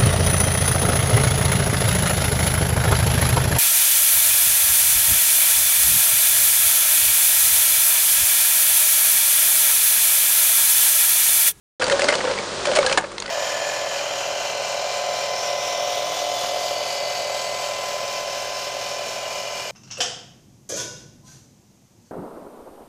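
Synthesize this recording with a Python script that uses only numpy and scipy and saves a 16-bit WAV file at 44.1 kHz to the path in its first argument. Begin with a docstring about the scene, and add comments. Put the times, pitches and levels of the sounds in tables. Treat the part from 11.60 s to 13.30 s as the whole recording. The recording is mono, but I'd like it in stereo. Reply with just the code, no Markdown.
"""A hollow ring cuts in over rattle and hiss: plastic tubes jostle on a packing machine's turntable,
close to a pair of microphones in a factory hall. The air in the tubes rings and their walls clack;
one is kicked up, tubes land with a few bright ticks, and heavy blows make the turntable thud.
Small contacts in the heap make the rattle. Behind it the hall hums, and the hiss drops near the end."""
import sys
import numpy as np
from scipy import signal
from scipy.fft import rfft, irfft
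from scipy.io import wavfile

SR = 44100
rng = np.random.default_rng(int(sys.argv[2]) if len(sys.argv) > 2 else 0)


def pcm_store(signal):
    """Save signal as 16-bit PCM."""
    levels = np.round(np.clip(np.atleast_2d(signal), -1, 1) * 32767)
    wavfile.write(sys.argv[1], SR, levels.astype(np.int16).T)


N = 74970
T = np.arange(N) / SR
HIT_T = T[:6000]
LEFT_RIGHT = np.array([[1], [-1]])


def amp(db):
    """Decibels to gain."""
    return 10 ** (np.asarray(db) / 20)

def rms(x):
    """Average size of a signal."""
    return np.sqrt(np.mean(x ** 2))

def unit(x):
    """Scale to rms 1."""
    return x / rms(x)

def fade(t, t60):
    """Hold at 1 until t = 0, then fall 60 dB every t60 seconds."""
    return np.exp(-np.log(1000) * np.maximum(t, 0) / t60)

def swell(rise_s):
    """The onset of a hit, rising from 0 towards 1."""
    return 1 - np.exp(-HIT_T / rise_s)

def band(x, lo_hz, hi_hz, order):
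    """Causal band-pass."""
    sos = signal.butter(order, [lo_hz, min(hi_hz, SR / 2 - 1)], "band", fs=SR, output="sos")
    return signal.sosfilt(sos, x)

def low_pass(x, hz):
    """Cut the treble steeply."""
    return signal.sosfilt(signal.ellip(8, .2, 80, hz, fs=SR, output="sos"), x)

def equalise(x, points):
    """Filter by a gain curve of (Hz, dB) points."""
    hz, db = np.array(points).T
    bin_hz = np.arange(N // 2 + 1) * SR / N
    return irfft(rfft(x) * amp(np.interp(np.log(bin_hz + 1), np.log(hz), db)), N)

def fader(points):
    """Gain over time from (s, dB) points."""
    return amp(np.interp(T, *np.array(points).T))

def stereo_noise(side_db, samples=N):
    """Two channels of noise, mostly alike."""
    mid, side = rng.standard_normal((2, samples))
    return mid + amp(side_db) * side * LEFT_RIGHT

def place(out, start, x):
    """Mix a sound in at start seconds, a little to the left or right."""
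    i = int(start * SR)
    pan_db = rng.standard_normal() * LEFT_RIGHT / 2
    out[:, i:i + x.shape[-1]] += amp(pan_db) * x[..., :N - i]


# Air ringing in the tubes, close by.
# Each row: start in seconds, pitch in Hz, relative level in dB, length of the push in seconds.
AIR_RINGS = [(.198, 515.4, -24, 0.018), (.226, 509, -19, 0.012), (.283, 560, -26.5, 0.0065),
             (.314, 552, -14, 0.031), (.393, 543, -15.5, 0.0046), (.42, 565.6, -15, 0.017),
             (.442, 575, -15.5, 0.011), (.486, 576, -11, 0.0065), (.503, 577, -22, 0.0058),
             (.522, 600, -14.5, 0.0039), (.538, 552, -20, 0.0028), (.552, 553, -19, 0.0073),
             (.581, 502, -22.5, 0.0099), (.641, 522, -15.5, 0.0049), (.651, 519, -18, 0.0045),
             (.673, 508, -16, 0.0064), (.697, 554, -19, 0.0028), (.714, 554, -17, 0.0043),
             (.731, 507, -26.5, 0.0087), (.787, 546, -31, 0.004), (1.072, 575, -12.5, 0.0061),
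             (1.089, 537, -18.5, 0.02), (1.118, 584, -13, 0.0059), (1.159, 600, -16, 0.0079),
             (1.172, 621, -13.5, 0.008), (1.1871, 576, -5, 0.0049), (1.207, 536.6, -16.5, 0.013),
             (1.244, 506, -17.5, 0.0067), (1.262, 522, -21, 0.017), (1.3, 572, -23.5, 0.008),
             (1.316, 540, -15.5, 0.005), (1.375, 558, -21, 0.0094), (1.378, 752, -15, 0.006),
             (1.438, 573, -22.5, 0.0042)]
# The tones of one ring. Each row: ratio to the pitch before detuning, relative level in dB.
AIR_TONES = [(1, -0.5), (.68, -16), (.89, -18.5), (1.3, -25.5), (1.45, -19)]

def hollow_rings():
    """The air in a tube swells while it is pushed, then rings out; weaker tones of the same tube ring along."""
    out = np.zeros((2, N))
    for start, hz, db, push_s in AIR_RINGS:
        envelope = swell(rise_s=.001) * fade(HIT_T - push_s, t60=.06)
        detunes = 1 + .041 * rng.standard_normal(len(AIR_TONES))
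        detunes[0] = 1  # the main tone keeps its pitch
        ring = sum(amp(tone_db) * np.sin(2 * np.pi * hz * ratio * detune * HIT_T)
                   for (ratio, tone_db), detune in zip(AIR_TONES, detunes))
        place(out, start, np.sqrt(2) * amp(db - 3) * envelope * ring)
    return out


# The plastic wall, heard in rattle and clacks alike. Each row: centre in Hz, width in Hz, gain in dB.
WALL_RESONANCES = [(880, 160, -4.5), (1477, 79, -4), (2080, 44, -8.5), (4340, 920, -17), (6870, 160, -1.5)]

def tube_walls(contact):
    """A tube wall adds its short resonances to the contact itself."""
    return contact + sum(amp(db) * band(contact, hz - width / 2, hz + width / 2, order=1)
                         for hz, width, db in WALL_RESONANCES)


# Tone of the heap, near the microphones. Each row: frequency in Hz, relative level in dB.
RATTLE_SPECTRUM = [(60, -13.5), (200, -4.5), (380, -6), (560, 9.5), (720, -7), (1500, -6.5), (3000, -14.5),
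                   (9000, -42)]
# The heap stirring and settling. Each row: time in seconds, level in dB.
RATTLE_FADER = [(.2, -29.5), (.5, -27), (.72, -30), (.82, -32), (1.03, -39.5), (1.1, -31), (1.3, -27),
                (1.42, -31), (1.49, -44.5), (1.7, -36.5)]

def rattle(contacts_per_s=260):
    """Many small contacts in the heap of tubes, each a brief burst of noise through the walls."""
    taps = rng.random(N) < contacts_per_s / SR
    strengths = amp(3.5 * np.clip(rng.standard_normal(N), -2, 2))
    energy = signal.fftconvolve((taps * strengths) ** 2, fade(HIT_T, t60=.015) ** 2)[:N]
    bursts = stereo_noise(side_db=-15) * np.sqrt(np.abs(energy))
    return unit(equalise(tube_walls(bursts), RATTLE_SPECTRUM)) * fader(RATTLE_FADER)


# The hiss behind the tubes. Each row: frequency in Hz, relative level in dB.
HISS_SPECTRUM = [(60, -13), (300, -2.5), (520, 5), (850, 4), (1450, 0.5), (2200, -4.5), (4500, -2.5),
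                 (7000, -7.5), (9500, -15.5)]
# It drops away near the end. Each row: time in seconds, level in dB.
HISS_FADER = [(.2, -29.5), (.45, -25.5), (.62, -28.5), (.9, -30), (1.12, -27), (1.31, -27), (1.36, -31.5),
              (1.42, -40.5), (1.7, -40)]

def hiss():
    """A broad hiss, likely compressed air."""
    return unit(equalise(stereo_noise(side_db=-17.5), HISS_SPECTRUM)) * fader(HISS_FADER)


# The hall's drone, farther off. Each row: frequency in Hz, relative level in dB.
DRONE_SPECTRUM = [(20, -13), (42, 7), (65, -4.5), (130, -7), (280, -1), (370, 11.5), (550, 8.5), (720, -2),
                  (1100, 0), (2400, -13), (4600, -16.5), (9500, -16.5)]
# Mains hum in the hall. Each row: frequency in Hz, relative level in dB.
MAINS_TONES = [(100, -50.5), (150, -53), (200, -48)]
# The level of drone and hum dips after the big knock, likely the recorder's gain.
# Each row: time in seconds, gain in dB.
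GAIN_DIP = [(1.36, -0.5), (1.5, -4)]

def hall_hum():
    """Machinery fills the hall with a noisy drone and the steady tones of the mains."""
    drone = amp(-35) * unit(equalise(stereo_noise(side_db=-17.5), DRONE_SPECTRUM))
    hum = sum(np.sqrt(2) * amp(db) * np.sin(2 * np.pi * (hz * T + rng.random()))
              for hz, db in MAINS_TONES)
    return (drone + hum) * fader(GAIN_DIP)


# Tube walls knocking, close by. Each row: start in seconds, relative levels of the low, middle and top
# bands in dB, length of the contact in seconds, pitch of the ring in Hz, its relative level in dB.
WALL_KNOCKS = [(.213, -24, -45, -43, 0.0022, 1400, -19.5), (0.2179, -22, -18, -27, 0.00089, 3360, -16),
               (.221, -16, -21.5, -21.5, 0.004, 1590, -16), (.232, -25, -22, -27, 0.0017, 1497, -24),
               (0.2415, -24, -18, -17, 0.0011, 4640, -17), (0.2662, -24, -22.5, -23, 0.0015, 3920, -27),
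               (.281, -29, -21, -19, 0.0011, 850, -24.5), (0.2985, -17, -16.5, -18, 0.0011, 1820, -18),
               (.312, -37, -24, -19.5, 0.0013, 2050, -20), (.317, -19, -20.5, -23.5, 0.01, 3110, -25),
               (.394, -18.5, -20, -19, 0.0021, 1750, -18), (.408, -27, -25, -28, 0.0015, 2810, -20),
               (.419, -17.5, -14.5, -14.5, 0.00085, 2050, -14),
               (0.4427, -17, -20, -16.5, 0.00095, 4640, -16.5),
               (0.485, -19.5, -13.5, -16, 0.0018, 1475, -13.5), (.4885, -20, -15.5, -23, 0.0029, 2080, -13),
               (0.497, -21, -26, -26, 0.0094, 2035, -20.5), (0.5239, -16, -23, -25, 0.0041, 1120, -23),
               (.538, -19.5, -26, -28, 0.0044, 2980, -20.5), (.553, -20, -16, -16, 0.001, 4240, -22),
               (.582, -34, -25, -40, 0.0021, 1090, -40), (.6055, -22, -27, -48, 0.0027, 1927, -19),
               (0.6418, -26, -26, -31, 0.00088, 1115, -20.5), (.652, -22.5, -25, -33, .002, 2220, -37),
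               (.674, -26.5, -38, -43, .004, 1350, -25), (.7, -27, -36, -50, 0.0019, 1090, -27),
               (.713, -27, -24, -33, 0.0023, 4880, -27), (.735, -27.5, -24, -42, 0.0018, 1540, -32),
               (.777, -25, -33, -35, 0.0011, 2050, -26), (.787, -35, -22, -30, 0.00092, 2280, -17.5),
               (1.0541, -20, -20, -21, 0.0034, 2350, -23), (1.071, -23, -17, -22, 0.00078, 1580, -24),
               (1.084, -21, -39, -35, 0.0012, 1470, -24), (1.1152, -26, -23.5, -29, 0.0028, 2920, -24),
               (1.1339, -19.5, -21, -27, .0015, 1350, -42), (1.152, -28, -20, -21, 0.0037, 6960, -29),
               (1.159, -17, -19, -15, 0.0052, 4340, -22.5), (1.1676, -17, -17.5, -20, 0.0052, 1530, -33),
               (1.1868, -15, -19, -19, 0.0028, 2230, -15), (1.2287, -18, -19.5, -28, 0.0012, 1150, -15.5),
               (1.233, -34, -34, -46, 0.011, 1496, -27.5), (1.248, -25.5, -41, -30, 0.0051, 766, -19),
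               (1.2635, -22, -13, -11, 0.00094, 4180, -14.5), (1.2651, -41, -36, -25, 0.0097, 1634, -19.5),
               (1.296, -22, -20.5, -28, 0.0035, 1630, -26), (1.312, -21.5, -24, -27, 0.0053, 2275, -20),
               (1.3252, -22, -16.5, -15, 0.0022, 4800, -18), (1.3275, -22, -17.5, -32, 0.0014, 2425, -13.5),
               (1.3744, -8, -11.5, -11.5, 0.0013, 1230, -22), (1.378, -21, -18.5, -22, 0.005, 1770, -12.5),
               (1.384, -17.5, -25, -20, 0.0016, 1620, -16), (1.409, -37, -38, -30.5, 0.0013, 866, -27),
               (1.4402, -28.5, -36, -63, 0.0063, 1725, -38), (1.517, -34, -36.5, -33, 0.0017, 1165, -28.5),
               (1.5812, -25, -19.5, -28, 0.00099, 2060, -23.5),
               (1.6014, -32, -18.5, -21, 0.00025, 6580, -19), (1.6227, -23.5, -18, -25, 0.00066, 3510, -25),
               (1.658, -26.5, -31, -43, 0.00095, 1500, -29.5),
               (1.662, -34, -25.5, -32, 0.00074, 4500, -25.5), (1.679, -32, -32, -33, 0.00097, 1990, -24.5),
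               (1.6935, -30, -29, -32, 0.00035, 1920, -21.5)]
# Those three bands. Each row: lower and upper edge in Hz, seconds to fall 60 dB after a firm contact.
KNOCK_BANDS = [(686, 2100, 0.025), (2600, 4850, 0.02), (5200, 23500, 0.042)]

def clacks(firm_contact_s=.0019):
    """Each knock is a crack, a few milliseconds of chatter and the brief ring of one wall mode."""
    out = np.zeros((2, N))
    rise = swell(rise_s=.00016)
    crack = 3.7 * (HIT_T == 0)  # the first impact
    for start, *band_dbs, contact_s, ring_hz, ring_db in WALL_KNOCKS:
        chatter = stereo_noise(side_db=-17.5, samples=len(HIT_T))
        linger = np.clip(np.sqrt(contact_s / firm_contact_s), .5, 1)  # light contacts die sooner
        hit = 0
        for (lo_hz, hi_hz, t60), db in zip(KNOCK_BANDS, band_dbs):
            envelope = rise * fade(HIT_T - contact_s, t60 * linger)
            burst = band(chatter * envelope + crack, lo_hz, hi_hz, order=3)
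            hit += amp(db) * unit(burst) * rms(envelope)
        ring_t60 = .021 * np.sqrt(1800 / ring_hz)  # higher modes die sooner
        ring = np.sqrt(2) * np.sin(2 * np.pi * ring_hz * HIT_T) * rise * fade(HIT_T - contact_s, ring_t60)
        place(out, start, hit + amp(ring_db - .5) * ring)
    return amp(-3.5) * tube_walls(out)


# Heavy blows on the turntable, close by. Each row: start in seconds, relative level in dB.
TURNTABLE_BLOWS = [(.287, -21.5), (.486, -22.5), (1.3754, -18)]

def turntable_thuds():
    """A heavy blow shakes the turntable, whose two low modes answer with a short thud."""
    out = np.zeros((2, N))
    modes = amp(-1.3) * np.sin(2 * np.pi * 335 * HIT_T) + amp(-.42) * np.sin(2 * np.pi * 415 * HIT_T)
    thud = swell(rise_s=.001) * fade(HIT_T, t60=.061) * modes
    for start, db in TURNTABLE_BLOWS:
        place(out, start, amp(db) * thud)
    return out


def reflections(x, dull_hz=3550):
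    """A short, dull reverberation from the rim of the turntable and the machines around."""
    tail = band(stereo_noise(side_db=-16) * fade(T, t60=.21), 240, dull_hz, order=1)
    tail = unit(tail) * np.sqrt(2 * dull_hz / SR / N)  # about unity gain within its band
    return amp(-8.5) * signal.fftconvolve(x, tail, axes=1)[:, :N]


# Treble roll-off of the knocks that reach the microphones directly. Each row: frequency in Hz, gain in dB.
KNOCK_ROLL_OFF = [(9300, 0), (10300, -14)]

def scene():
    """Beside the turntable: knocks, their echo and ringing air over a bed of rattle, hiss and hum."""
    knocks = clacks() + turntable_thuds()
    bed = low_pass(rattle() + hiss() + hall_hum(), hz=9500)
    return equalise(knocks, KNOCK_ROLL_OFF) + reflections(knocks) + hollow_rings() + bed


# Stereo width at the microphone pair. Each row: frequency in Hz, gain of the side signal in dB.
PAIR_WIDTH = [(30, -9), (70, -1), (130, 6), (260, 2.5), (550, -7), (1100, -2), (2200, -1.5), (4500, 0),
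              (9000, 5)]

def record(dry, ceiling=2.9, start_s=.197, cut_in_s=.0011):
    """Two close microphones, wider in upper bass and treble; the sound cuts in and loses its top."""
    mid = dry.mean(axis=0)
    pair = mid + equalise(dry - mid, PAIR_WIDTH)
    pair *= amp(-.56 * LEFT_RIGHT / 2)  # leans slightly right
    rounded = ceiling * np.tanh(pair / ceiling)
    cut_in = np.clip((T - start_s) / cut_in_s, 0, 1)
    return low_pass(rounded * cut_in, hz=10500)


dry = scene()
out = record(dry)
pcm_store(out)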